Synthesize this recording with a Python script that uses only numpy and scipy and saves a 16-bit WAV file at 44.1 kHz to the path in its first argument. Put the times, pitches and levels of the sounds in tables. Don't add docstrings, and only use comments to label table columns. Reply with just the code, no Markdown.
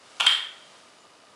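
import sys
import numpy as np
from scipy import signal
from scipy.fft import rfft, irfft
from scipy.io import wavfile

SR = 44100
rng = np.random.default_rng(int(sys.argv[2]) if len(sys.argv) > 2 else 0)


def waveform_to_disk(signal):
    frames = np.transpose(np.atleast_2d(signal))
    scaled = np.clip(frames, -1, 1) * 32767
    samples = np.round(scaled).astype(np.int16)
    wavfile.write(sys.argv[1], SR, samples)


N = 59535

# f/Hz, t60/s, gain in first clack/dB, gain in second clack/dB
WOOD_MODES = [(756, 0.0072, -5.5, -25.5), (793, 0.027, 3.5, -22), (1006, 0.011, -1, -9),
              (1385, 0.012, 3, 0.5), (1843, 0.012, -11, 0.5), (2242, 0.013, -1, 3), (2792, 0.0063, 3, -1),
              (3172, 0.042, 13, 18.5), (3337, 0.036, 7, 11), (3552, 0.023, 7, 9.5),
              (4156, 0.0053, -16.5, -7), (4832, 0.017, -21, -8), (4770, 0.008, -28, -6.5),
              (6470, 0.017, -8, -22), (7024, 0.0133, -12.5, -12.5), (7817, 0.017, -14.5, -4),
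              (8820, 0.0057, -27, -7.5)]


def amp(db):
    return 10 ** (np.asarray(db) / 20)


def along(points, hz):
    f, values = np.transpose(points)
    return np.interp(np.log(hz + 1), np.log(f + 1), values)


def grid_hz():
    return np.fft.rfftfreq(2 * N, 1 / SR)


def filtered(x, response):
    return irfft(rfft(x, 2 * N) * response)[:N]


def minimum_phase(colour):
    cepstrum = irfft(np.log(amp(along(colour, grid_hz()))))
    return np.exp(rfft(np.r_[cepstrum[0], 2 * cepstrum[1:N]], 2 * N))


def resonance(hz, width_hz):
    f = grid_hz()
    return 1j * f * width_hz / (hz * hz - f * f + 1j * f * width_hz)


def noise(response):
    x = filtered(rng.standard_normal(2 * N), response)
    return x / x.std()


def room_noise():
    # f/Hz, relative density/dB
    hiss_colour = [(15, -44.5), (25, -26), (65, -19.5), (100, -10), (200, -4.5), (450, -2.5), (1100, -3.5),
                   (1500, -7.5), (2500, -9), (5000, -11.5), (6200, -14), (9000, -17.5), (10900, -20),
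                   (11600, -76), (16000, -49)]
    # f/Hz, width/Hz, relative level/dB
    fan_modes = [(620, 104, 0.5), (964, 28, -2), (1227, 67, 3)]
    hiss_db, fan_db = -56.5, -60.5
    hiss = noise(amp(along(hiss_colour, grid_hz())))
    fan_power = sum(abs(amp(db) * resonance(hz, width_hz)) ** 2 for hz, width_hz, db in fan_modes)
    return amp(hiss_db) * hiss + amp(fan_db) * noise(np.sqrt(fan_power))


def clothes():
    # f/Hz, relative density/dB
    colour = [(20, -27), (150, -15), (400, -0.5), (1400, 2.5), (4000, -0.5), (8500, -5.5), (10800, -12),
              (11600, -57.5), (16000, -50)]
    # t/s, level/dB
    envelope = [(0, -64), (0.068, -56), (.2, -51.5), (.55, -58.5), (.78, -56.5), (.95, -63.5), (1.35, -98)]
    level_db = np.interp(np.arange(N) / SR, *np.transpose(envelope))
    return amp(level_db) * noise(amp(along(colour, grid_hz())))


def lens_drive():
    # f/Hz, width/Hz, gain/dB
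    body_modes = [(1210, 220, 0.5), (2940, 67, 8), (3690, 120, 1.5), (4620, 270, 1), (5104, 200, -3)]
    first_s, rate_hz = 0.0011, 59.94
    impulse_db, scatter_db = -24.5, 1
    times_s = np.arange(first_s, (N - 1) / SR, 1 / rate_hz)
    sizes = amp(impulse_db + scatter_db * rng.standard_normal(len(times_s)))
    ticks = np.bincount((times_s * SR).astype(int), sizes, N)
    body = sum((-1) ** k * amp(db) * resonance(hz, width_hz)
               for k, (hz, width_hz, db) in enumerate(body_modes))
    return filtered(ticks, body)


def clack(mode_gains_db, click_db):
    # f/Hz, gain/dB
    click_colour = [(40, -15.5), (250, -11.5), (550, -7), (1900, -0.5), (4000, 7.5), (6200, 0), (9500, 3),
                    (10800, -3.5), (11800, -30.5), (14000, -15), (16000, -36)]
    ring = 0
    for k, (hz, t60_s, *_) in enumerate(WOOD_MODES):
        width_hz = np.log(1000) / (np.pi * t60_s)
        ring += (-1) ** k * amp(mode_gains_db[k]) * resonance(hz, width_hz)
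    return ring + amp(click_db) * minimum_phase(click_colour)


def early_paths(echoes):
    return 1 + sum(amp(db) * np.exp(-2j * np.pi * grid_hz() * delay_s) for delay_s, db in echoes)


def reverberation():
    # f/Hz, t60/s
    decay_times = [(200, 0.28), (800, 0.53), (1500, 0.58), (3200, 0.47), (6000, .45), (10000, 0.36)]
    # f/Hz, gain/dB
    colour = [(200, -2.5), (1000, -2.5), (3200, -3), (5000, -4.5), (9000, -8), (14000, -1.5)]
    build_s, hold_s = 0.0049, 0.044
    linger_db, linger_t60_s = -18.5, 1.0
    hz, t, noise_stft = signal.stft(rng.standard_normal(N), SR, nperseg=256)
    decaying_s = np.maximum(t - hold_s, 0)
    main = amp(-60 * decaying_s / along(decay_times, hz)[:, None])
    linger = amp(linger_db - 60 * decaying_s / linger_t60_s)
    tail = signal.istft(noise_stft * np.hypot(main, linger), SR, nperseg=256)[1][:N]
    tail *= 1 - np.exp(-np.arange(N) / SR / build_s)
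    return rfft(tail / np.linalg.norm(tail), 2 * N) * minimum_phase(colour)


def kendama():
    # t/s, blow level/dB, click gain/dB, thump gain/dB, reverberation trim/dB
    contacts = [(0.199, -6, -20, -29, 7), (0.264, -1, -19, -25.5, 4)]
    # delay/s, gain re direct/dB
    echo_sets = [
        [(.0027, 5.5), (.0085, 11), (.0135, -4), (.0215, -4)],
        [(.0021, 4), (.0040, 5.5), (.0103, -9), (.0177, -3), (.0236, -17)],
    ]
    direct_db, reverb_db = 9, 19
    mode_gain_sets = np.transpose(WOOD_MODES)[2:]
    out = np.zeros(N)
    for contact, mode_gains_db, echoes in zip(contacts, mode_gain_sets, echo_sets):
        at_s, blow_db, click_db, thump_db, trim_db = contact
        blow = amp(blow_db) * (np.arange(N) == round(at_s * SR))
        wood = clack(mode_gains_db, click_db)
        thump = amp(thump_db) * resonance(hz=46.67, width_hz=90)
        near = amp(direct_db) * (wood + thump) * early_paths(echoes)
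        diffuse = amp(reverb_db + trim_db) * wood * reverberation()
        out += filtered(blow, near + diffuse)
    return out


def squeaks():
    # t/s, length/s, start f/Hz, middle f/Hz, end f/Hz, level/dB
    slides = [(.251, .011, 6300, 6050, 5650, -37), (.96, .115, 6750, 7050, 6700, -65)]
    jitter_share, jitter_band_hz = 0.019, 500
    out = np.zeros(N)
    for start_s, length_s, *pitches_hz, db in slides:
        progress = np.clip((np.arange(N) / SR - start_s) / length_s, 0, 1)
        glide_hz = np.polyval(np.polyfit([0, 0.5, 1], pitches_hz, 2), progress)
        hz = glide_hz * (1 + jitter_share * noise(grid_hz() < jitter_band_hz))
        envelope = amp(db) * np.sin(np.pi * progress)
        out += envelope * np.sin(2 * np.pi * np.cumsum(hz) / SR)
    return out


def shuffles():
    # peak t/s, half length/s, level/dB
    moves = [(0.75, 0.028, -58), (1.057, 0.013, -55)]
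    t = np.arange(N) / SR
    envelope = sum(amp(db) * np.exp(-((t - peak_s) / half_s) ** 2) for peak_s, half_s, db in moves)
    return envelope * noise(resonance(hz=802, width_hz=790) ** 2)


def scene():
    return (kendama() + squeaks() + clothes() + room_noise() + lens_drive() + shuffles())[None]


def record(dry):
    cutoff_hz = 15400
    lowpass = 1 / (1 + (grid_hz() / cutoff_hz) ** 120)
    return np.array([filtered(channel, lowpass) for channel in dry])


dry = scene()
out = record(dry)
waveform_to_disk(out)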